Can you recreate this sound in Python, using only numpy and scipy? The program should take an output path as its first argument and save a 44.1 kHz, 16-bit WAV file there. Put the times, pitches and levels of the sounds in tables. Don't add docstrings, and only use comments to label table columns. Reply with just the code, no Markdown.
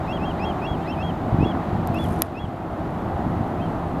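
import sys
import numpy as np
from scipy import signal
from scipy.fft import rfft, irfft, next_fast_len
from scipy.io import wavfile
from scipy.ndimage import uniform_filter1d, minimum_filter1d, map_coordinates

SR = 44100
rng = np.random.default_rng(int(sys.argv[2]) if len(sys.argv) > 2 else 0)


def unload_audio(sound):
    columns = np.transpose(np.atleast_2d(sound))
    steps = np.round(np.clip(columns, -1, 1) * 32767)
    wavfile.write(sys.argv[1], SR, steps.astype(np.int16))


N = 176400

# start t/s, break t/s, end t/s, opening f/Hz, pre-break f/Hz, top f/Hz, exponent of the climb,
# lower note level/dB, upper note level/dB, lower note's overtone level/dB, lead-in level/dB
CURLEW_WHISTLES = [(.078, .126, .182, 2450, 2810, 3275, .75, -38, -39.3, -20, -50),
                   (.195, .252, .321, 2470, 2790, 3225, 1.5, -40.5, -41.3, -20, -60),
                   (.396, .450, .521, 2360, 2755, 3262, .9, -36.7, -38, -15, -48),
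                   (.616, .666, .757, 2440, 2800, 3330, 1.1, -36.3, -41.3, -22, -62),
                   (.790, .820, .856, 2480, 2750, 3190, 1.3, -53, -52, -20, -75),
                   (.875, .915, .953, 2420, 2740, 3155, .6, -38, -41.7, -13, -45.5),
                   (.976, 1.027, 1.114, 2470, 2750, 3275, 1.4, -37.3, -40.5, -21, -57),
                   (1.399, 1.450, 1.526, 2440, 2790, 3365, 1.25, -37.5, -39.3, -21, -62),
                   (1.941, 1.987, 2.061, 2510, 2830, 3435, 1.1, -36.3, -40, -22, -65),
                   (2.344, 2.394, 2.463, 2470, 2800, 3348, 1.6, -37.5, -41.7, -20, -65),
                   (3.590, 3.616, 3.677, 2440, 2700, 3170, 1.6, -47, -48.5, -25, -72)]
RUSH_ENVELOPE = [(0, -30), (.4, -28.5), (.85, -31), (1.2, -30), (1.4, -29), (1.8, -30), (2.1, -30),
                 (2.9, -31), (3.15, -29.5), (3.35, -30.5), (3.6, -30), (4, -31.5)]
RUSH_SPECTRUM = [(20, -33.5), (45, -8.5), (80, -6.5), (130, -10.5), (200, -6), (270, -6.5), (360, -7.5),
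                 (460, -15), (560, -12.5), (650, -8), (780, -7), (950, -14), (1300, -18.5), (1600, -25.5),
                 (2000, -29.5), (2600, -48.5), (4400, -89)]
WIND_RESONANCES = [(87.5, 23, -41.5), (165.2, 9.4, -35.5), (328.5, 12.7, -39)]
RUSTLE_ENVELOPE = [(0, -63), (.45, -62), (1.15, -63), (1.5, -62.5), (2.1, -61.5), (2.4, -62.5),
                   (2.9, -64.5), (3.5, -64), (4, -64.5)]
RUSTLE_SPECTRUM = [(800, -46), (1800, 4), (2500, 5.5), (3400, 1), (4300, -4), (5500, -11.5), (7200, -12.5),
                   (8000, -15.5), (10000, -17), (12000, -20), (14800, -23.5)]
GUST_ENVELOPE = [(0, -28.5), (.6, -33.5), (.72, -26.5), (.88, -30.5), (1.28, -24.5), (1.33, -26.5),
                 (1.45, -22), (1.5, -29.5), (1.7, -25), (1.75, -21.5), (1.92, -24.5), (2.2, -29),
                 (2.7, -28.5), (3.2, -30), (3.28, -21.5), (3.55, -29), (3.7, -25), (4, -27)]
GUST_SPECTRUM = [(20, -11.5), (50, -18.5), (88, 2), (125, -4), (170, -4), (260, -5.5), (400, -18.5),
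                 (800, -20.5), (2000, -70), (6000, -89.5)]
EDDIES = [(.716, 110, -15.5), (1.33, 104, -12.5), (1.346, 151, -10.5), (1.389, 137, -11), (1.409, 168, -10),
          (1.429, 220, -9.5), (1.436, 129, -9.5), (1.462, 232, -11.5), (1.5518, 746, -16.5),
          (1.733, 103, -17.5), (1.902, 132, -11.5), (2.114, 133, -15.5), (2.444, 96, -16.5),
          (3.267, 140, -16.5), (3.411, 138, -13.5)]
TAPS = [(1.8735, -23.5), (1.945, -34), (1.9486, -42), (1.9575, -44), (2.0088, -39), (2.0416, -32),
        (2.053, -43), (2.066, -45), (2.0886, -35), (2.1122, -43), (2.2202, 2), (2.2364, -43)]
CASING_MODES = [(700, -20, 0.0073), (1240, -21.5, 0.0101), (1930, -22.5, 0.015), (2415, -22, 0.013),
                (3730, -18, 0.0056), (5050, -24, 0.015), (5990, -22, 0.007), (7140, -14.5, 0.0044),
                (10000, -7.5, 0.0033), (11700, -2, 0.0032), (13100, -13, 0.0044)]
RUB_ENVELOPE = [(1.9, -82), (1.99, -61), (2.08, -55.5), (2.15, -57), (2.2, -56.5), (2.255, -58.5),
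                (2.29, -72)]
RUB_SPECTRUM = [(2000, -27.5), (5000, -4), (8000, -3), (10000, 2), (12000, -2.5), (14500, -11.5)]
WHIRR_SPELLS = [(1.895, 1.94), (2.43, 2.5), (3.67, 3.75), (3.85, 3.92)]


def curlew():
    lead_s, attack_s, break_s, drop_s, release_s = .036, .003, .0011, .006, .0054
    lead_hz, rise_hz, drop_hz = 1790, 330, 860
    lead_swell_db, fade_db = 6, 4.5
    jitter, shimmer_db = 1 + .0041 * wobble(250), 1.1 * wobble(150)
    out = np.zeros(N)
    for (start, flip, end, open_hz, break_hz, top_hz, bend,
         lower_db, upper_db, overtone_db, lead_db) in CURLEW_WHISTLES:
        n = np.arange(int((start - lead_s) * SR), int(end * SR))
        t = n / SR
        stages = [(t[0], start), (start, flip), (flip, end)]
        early, low, high = (np.clip((t - a) / (b - a), 0, 1) for a, b in stages)
        phase = lambda hz: 2 * np.pi * np.cumsum(hz * jitter[n]) / SR
        slide = phase(lead_hz + rise_hz * early ** 2)
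        climb = phase(open_hz + (break_hz - open_hz) * low ** bend)
        arch = phase(top_hz - 290 * (high - .42) ** 2 - drop_hz * np.exp((t - end) / drop_s))
        lead = np.sin(slide) + amp(-10) * np.sin(2 * slide)
        lead *= amp(lead_db + lead_swell_db * (early - .5))
        lower = np.sin(climb) + amp(overtone_db) * np.sin(2 * climb)
        lower *= amp(lower_db - 7 * bend * (1 - low) ** 2)
        upper = np.sin(arch) + amp(-30) * np.sin(2 * arch) + amp(-36) * np.sin(3 * arch)
        upper *= amp(upper_db - fade_db * high)
        onset = np.clip((t - start) / attack_s + .5, 0, 1)
        flipped = .5 + .5 * np.tanh((t - flip) / break_s)
        edges = np.clip((t - t[0]) / attack_s, 0, 1) * np.clip((end - t) / release_s, 0, 1)
        voice = (1 - onset) * lead + onset * (1 - flipped) * lower + flipped * upper
        out[n] += np.sqrt(2) * amp(shimmer_db[n]) * edges * voice
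    return out


def ground_scatter(x, t60_s=.4, tail_db=-26):
    t = np.arange(SR // 2) / SR
    tail = rng.standard_normal(len(t)) * amp(-60 * t / t60_s)
    return x + amp(tail_db) * signal.fftconvolve(x, tail / np.linalg.norm(tail))[:N]


def wind():
    level = curve(RUSH_ENVELOPE)
    rush = amp(level + 2.5 + .47 * wobble(11)) * coloured(noise(), RUSH_SPECTRUM)
    hollow = sum(amp(db) * unit(filtered(noise(), lambda f: 1 / (1 + ((f - hz) / width) ** 2)))
                 for hz, width, db in WIND_RESONANCES)
    rustle = amp(curve(RUSTLE_ENVELOPE) + 11.5 + .4 * wobble(15)) * coloured(noise(), RUSTLE_SPECTRUM)
    return rush + amp(level - level.mean()) * hollow + rustle


def buffeting():
    level = curve(GUST_ENVELOPE)
    swing = level - level.mean()
    lumps = unit(amp(2.16 * wobble(45)) * coloured(noise(), GUST_SPECTRUM))
    return amp(level.mean() - 3 + 1.02 * swing) * lumps


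def eddy_thumps(width_cycles=.22):
    out, t = np.zeros(N), np.arange(-SR // 25, SR // 25) / SR
    for s, hz, db in EDDIES:
        pulse = np.sin(2 * np.pi * hz * t) * np.exp(-.5 * (hz * t / width_cycles) ** 2)
        out[round((s + t[0]) * SR):][:len(t)] += amp(db) * pulse / pulse.max()
    return out


def casing_taps(crack_t60_s=.013):
    out, t = np.zeros(N), np.arange(SR // 20) / SR
    ring = sum(amp(db - 60 * t / t60) * np.sin(2 * np.pi * hz * t) for hz, db, t60 in CASING_MODES)
    for s, db in TAPS:
        burst = uniform_filter1d(rng.standard_normal(len(t)), size=2)
        crack = amp(-17.5 - 60 * t / crack_t60_s) * burst
        out[round(s * SR):][:len(t)] += amp(db) * (ring + crack)
    return out


def hand_rubbing(slips_per_s=800, spread_db=6, t60_s=.004, hiss=.55):
    slips = (rng.random(N) < slips_per_s / SR) * amp(spread_db * np.clip(noise(), -2, 2))
    decay = amp(-60 * np.arange(SR // 20) / SR / t60_s)
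    ticks = signal.fftconvolve(slips, decay)[:N]
    return amp(curve(RUB_ENVELOPE)) * coloured((unit(ticks) + hiss) * noise(), RUB_SPECTRUM)


def camera_whine(whine_hz=11794, whine_db=-69, whirr_hz=8010, whirr_db=-74):
    out = amp(whine_db) * np.sin(2 * np.pi * np.cumsum(whine_hz + 4 * wobble(30)) / SR)
    for start, end in WHIRR_SPELLS:
        n = np.arange(int(start * SR), int(end * SR))
        out[n] += amp(whirr_db) * signal.windows.tukey(len(n), .5) * np.sin(2 * np.pi * whirr_hz * n / SR)
    return out


def gain_control(x, threshold_db=-6.5, most_db=4, lag_s=.0029, hold_s=.27, recovery_db_per_s=8.5):
    excess_db = np.clip(20 * np.log10(np.abs(x) + 1e-9) - threshold_db, 0, most_db)
    window = 2 * int(hold_s * SR / 2) + 1
    held_db = -minimum_filter1d(-excess_db, window, origin=window // 2)
    ramp_db = recovery_db_per_s * np.arange(N) / SR
    duck_db = np.maximum.accumulate(held_db + ramp_db) - ramp_db
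    pole = np.exp(-1 / (lag_s * SR))
    return x * amp(-signal.lfilter([1 - pole], [1, -pole], duck_db))


def amp(db):
    return 10 ** (np.asarray(db) / 20)


def unit(x):
    return x / np.sqrt(np.mean(x ** 2) + 1e-20)


def curve(rows):
    return np.interp(np.arange(N) / SR, *np.transpose(rows))


def wobble(knots_per_s):
    knots = rng.standard_normal(int(N * knots_per_s / SR) + 4)
    return map_coordinates(knots, [np.arange(N) * knots_per_s / SR])


def filtered(x, response):
    size = next_fast_len(N + SR // 2)
    return irfft(rfft(x, size) * response(np.fft.rfftfreq(size, 1 / SR)), size)[:N]


def coloured(x, points):
    f, db = np.transpose(points)
    return unit(filtered(x, lambda hz: amp(np.interp(np.log(hz + 1), np.log(f + 1), db))))


def noise():
    return rng.standard_normal(N)


def scene():
    bird = amp(-.5) * ground_scatter(curlew())
    mix = bird + wind() + buffeting() + eddy_thumps() + casing_taps() + hand_rubbing() + camera_whine()
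    return mix[None]


def record(dry, cutoff_hz=14700):
    limited = np.clip(gain_control(dry[0]), -1, 1)
    return filtered(limited, lambda hz: 1 / np.sqrt(1 + (hz / cutoff_hz) ** 120))[None]


dry = scene()
out = record(dry)
unload_audio(out)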